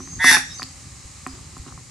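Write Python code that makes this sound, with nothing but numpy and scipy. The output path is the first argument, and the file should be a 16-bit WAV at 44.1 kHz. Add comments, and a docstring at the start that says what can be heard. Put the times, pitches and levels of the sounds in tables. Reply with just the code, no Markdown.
"""A tiled, roofed patio. A magpie close by gives one squawk: a fluttering harmonic tone that swells,
brightens through throat and beak resonances and breaks into a rasp. Small birds whistle thin chirps
further off. Light knocks ring the modes of something hollow, with a few sharp ticks and faint scuffing.
Floor and walls add echoes and a short tail. Behind it all: low rumble, soft bumps, a steady high hiss."""
import sys
import numpy as np
from scipy import signal
from scipy.fft import rfft, irfft
from scipy.io import wavfile
from scipy.ndimage import uniform_filter1d

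SR = 44100
rng = np.random.default_rng(int(sys.argv[2]) if len(sys.argv) > 2 else 0)


def materialize(psi):
    """Save the field psi as 16-bit PCM at rate SR to the path in sys.argv[1].

    A 1-D psi becomes a single channel; in a 2-D psi each row is a channel.
    """
    bounded = np.clip(np.atleast_2d(psi).T, -1, 1)
    quanta = np.round(bounded * 32767).astype(np.int16)
    wavfile.write(sys.argv[1], SR, quanta)


N = 83790
T = np.arange(N) / SR

# Stereo width of noise. Each row: frequency in Hz, left-right correlation.
CORRELATION = [(60, 1), (250, 0.79), (1000, 0.48), (2500, 0.64), (5000, 0.58), (8000, 0.19), (12000, 0)]


def magpie_squawk():
    """A tone flutters in pitch and level; with roughness its cycles stray and hoarse noise grows."""
    # Each row: time in seconds, pitch in Hz, roughness 0-1.
    voice = [(.19, 869.8, 0.17), (.21, 914.7, 0.17), (.245, 931, 0.19), (.293, 919.5, 0.09),
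             (.31, 900.6, .75), (.328, 864.3, .6), (.352, 858.4, 0.49), (.375, 814.7, 0.86)]
    # Each row: time in seconds, main tone level in dB, treble level in dB.
    effort = [(0.19, -42, -65), (0.204, -22, -45), (0.246, -14.5, -21.5), (0.292, -8.5, -13.5),
              (0.334, -17.5, -15), (0.346, -13, -16), (0.378, -26.5, -25)]
    # Each row: time in seconds, level of the weak fundamental in dB.
    fundamental_levels = [(.19, -63), (.205, -34.5), (.235, -42), (.27, -34), (.305, -34.5), (.343, -25.5),
                          (.378, -38)]
    # Resonances. Each row: frequency in Hz, relative gain in dB.
    throat_and_beak = [(2200, 6), (2650, 4.5), (2950, -11), (3150, -16), (3400, -0.5), (3650, 3.5),
                       (4000, -6.5), (4450, 3.5), (4750, -2.5), (5450, 4), (5850, 6.5), (6150, 1.5),
                       (6600, -8), (7500, -2), (8700, -9.5), (9750, 6), (10600, -2.5), (11800, -6.5),
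                       (12400, -6)]
    nasal_resonance = [(2900, -28), (3150, -9.5), (3400, 1), (3530, 4), (3720, -1), (4000, -32),
                       (4600, -30)]
    hoarse_spectrum = [(600, -18), (850, -1.5), (1150, -20), (1450, -1), (1750, 2.5), (2100, -4),
                       (2700, -19), (3000, -24)]
    attack_s, release_s = 0.0021, 0.023
    flutter_per_pitch, stereo_phase_rad = 0.181, 0.15

    pitch_hz, rough = envelopes(voice)
    main_db, treble_db = envelopes(effort)
    fundamental_db, = envelopes(fundamental_levels)
    attack = np.clip(1 + (T - effort[0][0]) / attack_s, 0, 1)
    release = np.exp(-np.maximum(T - effort[-1][0], 0) / release_s)

    flutter_hz = flutter_per_pitch * pitch_hz * (1 + 0.21 * rough * drift(87))
    arches = np.abs(np.sin(np.pi * np.cumsum(flutter_hz) / SR))
    flutter = (arches - 2 / np.pi) * np.pi / np.sqrt(2)   # zero mean
    hz = pitch_hz * (1 + 0.11 * flutter + 0.0628 * rough * drift(440))
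    phase = 2 * np.pi * np.cumsum(hz) / SR
    shimmer_db = 4 * rough
    pulsing = np.maximum(1 + 0.22 * flutter, 0) * from_db(shimmer_db * np.tanh(drift(370)))

    fundamental = np.sqrt(2) * from_db(shimmer_db * np.tanh(drift(180))) * np.sin(phase)
    second = from_db(-0.5) * np.sqrt(2 - rough) * pulsing * np.sin(2 * phase)   # leading harmonic
    fourth = from_db(-17) * levelled(coloured(pulsing * np.sin(4 * phase), nasal_resonance))
    hoarse = from_db(-10.5) * 2 * rough * noise(hoarse_spectrum, CORRELATION, pulsing)
    low = from_db(fundamental_db) * fundamental + from_db(main_db) * (second + fourth + hoarse)

    stereo_phase = np.array([phase, phase + stereo_phase_rad])
    buzz = sum(np.sin(k * stereo_phase) for k in range(3, 15))
    overtones = from_db(-4) * levelled(coloured(pulsing * buzz, throat_and_beak))
    rasp = from_db(-3) * noise(throat_and_beak, correlation=[(1000, 0.65)], pulsing=pulsing)
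    return attack * release * (pan(low, left_db=-0.2) + from_db(treble_db) * (overtones + rasp))


def hollow_knocks():
    """Each knock rings the same hollow body, every mode with a strength of its own."""
    # Each row: start in seconds, level in dB, extra low ring in dB, extra bright crack in dB.
    hits = [(.003, -32.5, 9, -4.5), (0.074, -39, 9, 5.5), (.131, -41.5, -7, -10), (0.243, -9, -5, -9),
            (.313, -13.5, -0.5, -8), (.368, -13, -6, 8), (0.5961, -24, -15, -9), (.620, -26, -0.5, 9),
            (1.2645, -20.5, -0.5, 1), (1.339, -41, 9, 1), (1.567, -32, 0, -10), (1.664, -36, 7.5, -12),
            (1.723, -33, -7.5, -11), (1.776, -34, -6, -9)]
    # Each row: frequency in Hz, gain in dB, T60 in seconds.
    body_modes = [(149.4, -12.5, 0.05), (262.7, -12, 0.37), (364, -14, 0.082), (749, -13.5, 0.056),
                  (1054, -3.5, 0.03), (1287, 0.5, 0.012), (1870, -6, 0.016), (2470, -6, 0.0095)]
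    ring_below_hz, crack_above_hz = 500, 1500
    start_s, hit_db, ring_db, crack_db = np.transpose(hits)
    scatter_db = rng.normal(0, 1, (len(hits), len(body_modes)))
    out = 0
    for k, (hz, mode_db, t60_s) in enumerate(body_modes):
        is_low, is_bright = hz < ring_below_hz, hz > crack_above_hz
        db = hit_db + mode_db + scatter_db[:, k] + ring_db * is_low + crack_db * is_bright
        out = out + (-1) ** k * pan(struck_mode(start_s, db, hz, t60_s), left_db=-2 * is_low)
    return out


def tile_ticks():
    """Small hard contacts on the tiles ring brief, high modes."""
    # Each row: start in seconds, level in dB, extra treble in dB.
    hits = [(0.63, -18, -10), (.637, -28, -3), (1.272, -44, 19), (1.58, -43, 13)]
    # Each row: frequency in Hz, gain in dB, T60 in seconds.
    modes = [(4500, -3, 0.011), (4800, -0.5, 0.0052), (7600, -5, 0.011), (10400, -6.5, 0.0033)]
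    treble_above_hz = 7000
    start_s, hit_db, treble_db = np.transpose(hits)
    return sum(struck_mode(start_s, hit_db + mode_db + treble_db * (hz > treble_above_hz), hz, t60_s)
               for hz, mode_db, t60_s in modes)


def far_chirps():
    """Small birds: thin, wavering whistles that glide between two pitches."""
    # Each row: start in seconds, length in seconds, start pitch in Hz, end pitch in Hz, level in dB.
    calls = [(-.01, 0.055, 5950, 6080, -40.5), (0.019, 0.11, 6350, 6320, -43),
             (0.094, 0.074, 6480, 6350, -36), (0.058, .13, 4920, 4790, -51.5),
             (0.157, .05, 6380, 6340, -50), (0.438, 0.083, 5720, 5700, -43),
             (0.492, 0.044, 3800, 3770, -42.5), (0.512, 0.019, 5200, 5220, -37),
             (.538, 0.033, 6000, 6300, -35.5), (.57, 0.0356, 6250, 6170, -40.5),
             (0.583, 0.025, 4650, 4670, -35.5), (0.609, 0.0077, 5100, 5140, -37),
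             (1.279, 0.046, 5000, 4880, -46.5)]
    waver = 1 + 0.01803 * drift(263)
    out = 0
    for start_s, length_s, start_hz, end_hz, db in calls:
        progress = np.clip((T - start_s) / length_s, 0, 1)
        hz = (start_hz + (end_hz - start_hz) * progress) * waver
        arch = np.sqrt(np.abs(np.sin(np.pi * progress)))
        out = out + from_db(db) * arch * np.sin(2 * np.pi * np.cumsum(hz) / SR)
    return out


def scuffs():
    """Soft, uneven rubbing between the later knocks."""
    # Each row: time in seconds, level in dB.
    levels = [(1.28, -66), (1.31, -60), (1.36, -46.5), (1.42, -56), (1.5, -55), (1.63, -72), (1.68, -45.5),
              (1.73, -59.5), (1.77, -68)]
    # Each row: frequency in Hz, relative gain in dB.
    spectrum = [(250, 5), (360, 6), (550, -8.5), (1200, 1.5), (2200, -15), (3200, -9), (4800, -11),
                (9000, -31)]
    db, = envelopes(levels)
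    return from_db(db + 3 * drift(60)) * noise(spectrum, CORRELATION)


def with_echoes(x):
    """Direct sound plus first reflections off floor and walls."""
    # Each row: left delay in seconds, right delay in seconds, gain in dB.
    reflections = [(.00135, 0.0014, -17), (.0058, .0066, -17), (0.0119, 0.014, -17.5)]
    out = x
    for *delays_s, db in reflections:
        delayed = [np.interp(T - delay_s, T, channel, left=0) for delay_s, channel in zip(delays_s, x)]
        out = out + from_db(db) * np.array(delayed)
    return out


def patio_reverb(x):
    """Diffuse tail, decaying band by band, different in each ear."""
    # Each row: frequency in Hz, T60 in seconds.
    decay_times = [(200, 0.22), (800, 0.29), (2000, 0.38), (5500, 0.43), (11000, 0.22)]
    predelay_s, edges_hz = 0.0071, np.geomspace(100, 16000, 9)
    t, tail = T[:SR], 0
    for low_hz, high_hz in zip(edges_hz, edges_hz[1:]):
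        bandpass = signal.butter(2, [low_hz, high_hz], "band", fs=SR, output="sos")
        band = signal.sosfilt(bandpass, rng.standard_normal((2, SR)))
        t60_s = at_hz(decay_times, np.sqrt(low_hz * high_hz))
        tail = tail + band * from_db(-60 * t / t60_s)
    tail = unit_rms(tail * (t > predelay_s)) / np.sqrt(SR)
    return signal.fftconvolve(np.broadcast_to(x, (2, N)), tail, axes=1)[:, :N]


def background():
    """Uneven outdoor rumble, a steady hiss and a few soft, low bumps."""
    # Each row: frequency in Hz, relative spectral density in dB.
    rumble_spectrum = [(38, -17), (60, 0.5), (92, -1.5), (160, -4.5), (215, -13.5), (260, -13),
                       (330, -18.5), (600, -35.5)]
    hiss_spectrum = [(290, -52), (500, -8.5), (579, -6), (679, -16.5), (786, -3.5), (910, -9.5), (1190, -3),
                     (1450, -11.5), (2020, -5), (3540, -12.5), (3940, -5.5), (6030, -4.5), (6530, 0),
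                     (7870, -1.5), (12000, -21), (15700, -49), (22000, -120)]
    # Each row: time in seconds, rumble offset in dB, hiss offset in dB.
    swell = [(0, 3, 0), (.6, -0.5, 2), (.9, 1, .5), (1.2, -2.5, 1), (1.45, 0, 0), (1.7, -0.5, -0.5),
             (1.9, -1.5, -1.5)]
    # Each row: start in seconds, level in dB.
    bumps = [(1.051, -34), (1.335, -32.5), (1.598, -27.5)]
    rumble_swell_db, hiss_swell_db = envelopes(swell)
    rumble = from_db(-44.5 + rumble_swell_db + 2 * drift(12)) * noise(rumble_spectrum, CORRELATION)
    hiss = from_db(-45 + hiss_swell_db + 0.04 * drift(3.3)) * noise(hiss_spectrum, CORRELATION)
    return rumble + hiss + struck_mode(*np.transpose(bumps), hz=70, t60_s=0.1)


def struck_mode(start_s, db, hz, t60_s):
    """A two-pole resonator driven by one impulse per hit."""
    impulses = np.full(N, 1e-18)
    impulses[np.clip(start_s * SR, 0, N - 1).astype(int)] = from_db(db)
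    radius, angle = from_db(-60 / (t60_s * SR)), 2 * np.pi * hz / SR
    return signal.lfilter([0, np.sin(angle)], [1, -2 * radius * np.cos(angle), radius ** 2], impulses)


def noise(spectrum, correlation, pulsing=1):
    """Stereo noise, optionally pulsed, then coloured."""
    mid, side = rfft(rng.standard_normal((2, N)))
    alike = np.clip(at_hz(correlation, np.arange(N // 2 + 1) * SR / N), -1, 1)
    white = irfft(np.sqrt(1 + alike) * mid + np.sqrt(1 - alike) * side * [[1], [-1]], N)
    return coloured(pulsing * white, spectrum)


def coloured(x, spectrum):
    """Filter by a table, falling steeply past its ends; unit RMS."""
    hz = np.arange(N // 2 + 1) * SR / N + 1
    skirts = 1 / (1 + (spectrum[0][0] / hz) ** 8) / (1 + (hz / spectrum[-1][0]) ** 16)
    return unit_rms(irfft(rfft(x) * from_db(at_hz(spectrum, hz)) * skirts, N))


def levelled(x):
    """Hold the level steady as the pitch crosses resonances."""
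    return x / np.sqrt(uniform_filter1d(x ** 2, size=800) + 1e-9)


def drift(rate_hz):
    """Smooth random motion, unit RMS."""
    pole = np.exp(-2 * np.pi * rate_hz / SR)
    return unit_rms(signal.lfilter([1], [1, -2 * pole, pole ** 2], rng.standard_normal(2 * N))[N:])


def envelopes(rows):
    """Interpolate each column after the time column to every sample."""
    time_s, *columns = np.transpose(rows)
    return [np.interp(T, time_s, column) for column in columns]


def at_hz(rows, hz):
    """Read a table on a log-frequency axis."""
    row_hz, values = np.transpose(rows)
    return np.interp(np.log(np.maximum(hz, 1)), np.log(row_hz), values)


def pan(x, left_db):
    """Opposite gains left and right."""
    return x * from_db([[left_db], [-left_db]])


def from_db(db):
    """Decibels to gain."""
    return 10 ** (np.asarray(db) / 20)


def unit_rms(x):
    """Scale to unit power."""
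    return x / np.sqrt(np.mean(x ** 2) + 1e-20)


def scene():
    """Birds and taps feed the patio's reverb; scuffs and background stay dry."""
    squawk = magpie_squawk()
    taps = pan(hollow_knocks() + tile_ticks(), left_db=-0.2)
    chirps = far_chirps()
    tail = patio_reverb(from_db(-11.5) * squawk + from_db(-15) * taps + from_db(-2.5) * chirps)
    return with_echoes(squawk) + taps + chirps + tail + scuffs() + background()


def record(dry):
    """Soft peak limit, then a steep low-pass."""
    ceiling, stopband_hz = 0.9, 14500
    rounded = dry / (1 + (dry / ceiling) ** 8) ** (1 / 8)
    return signal.sosfilt(signal.cheby2(12, 70, stopband_hz, fs=SR, output="sos"), rounded)


dry = scene()
out = record(dry)
materialize(out)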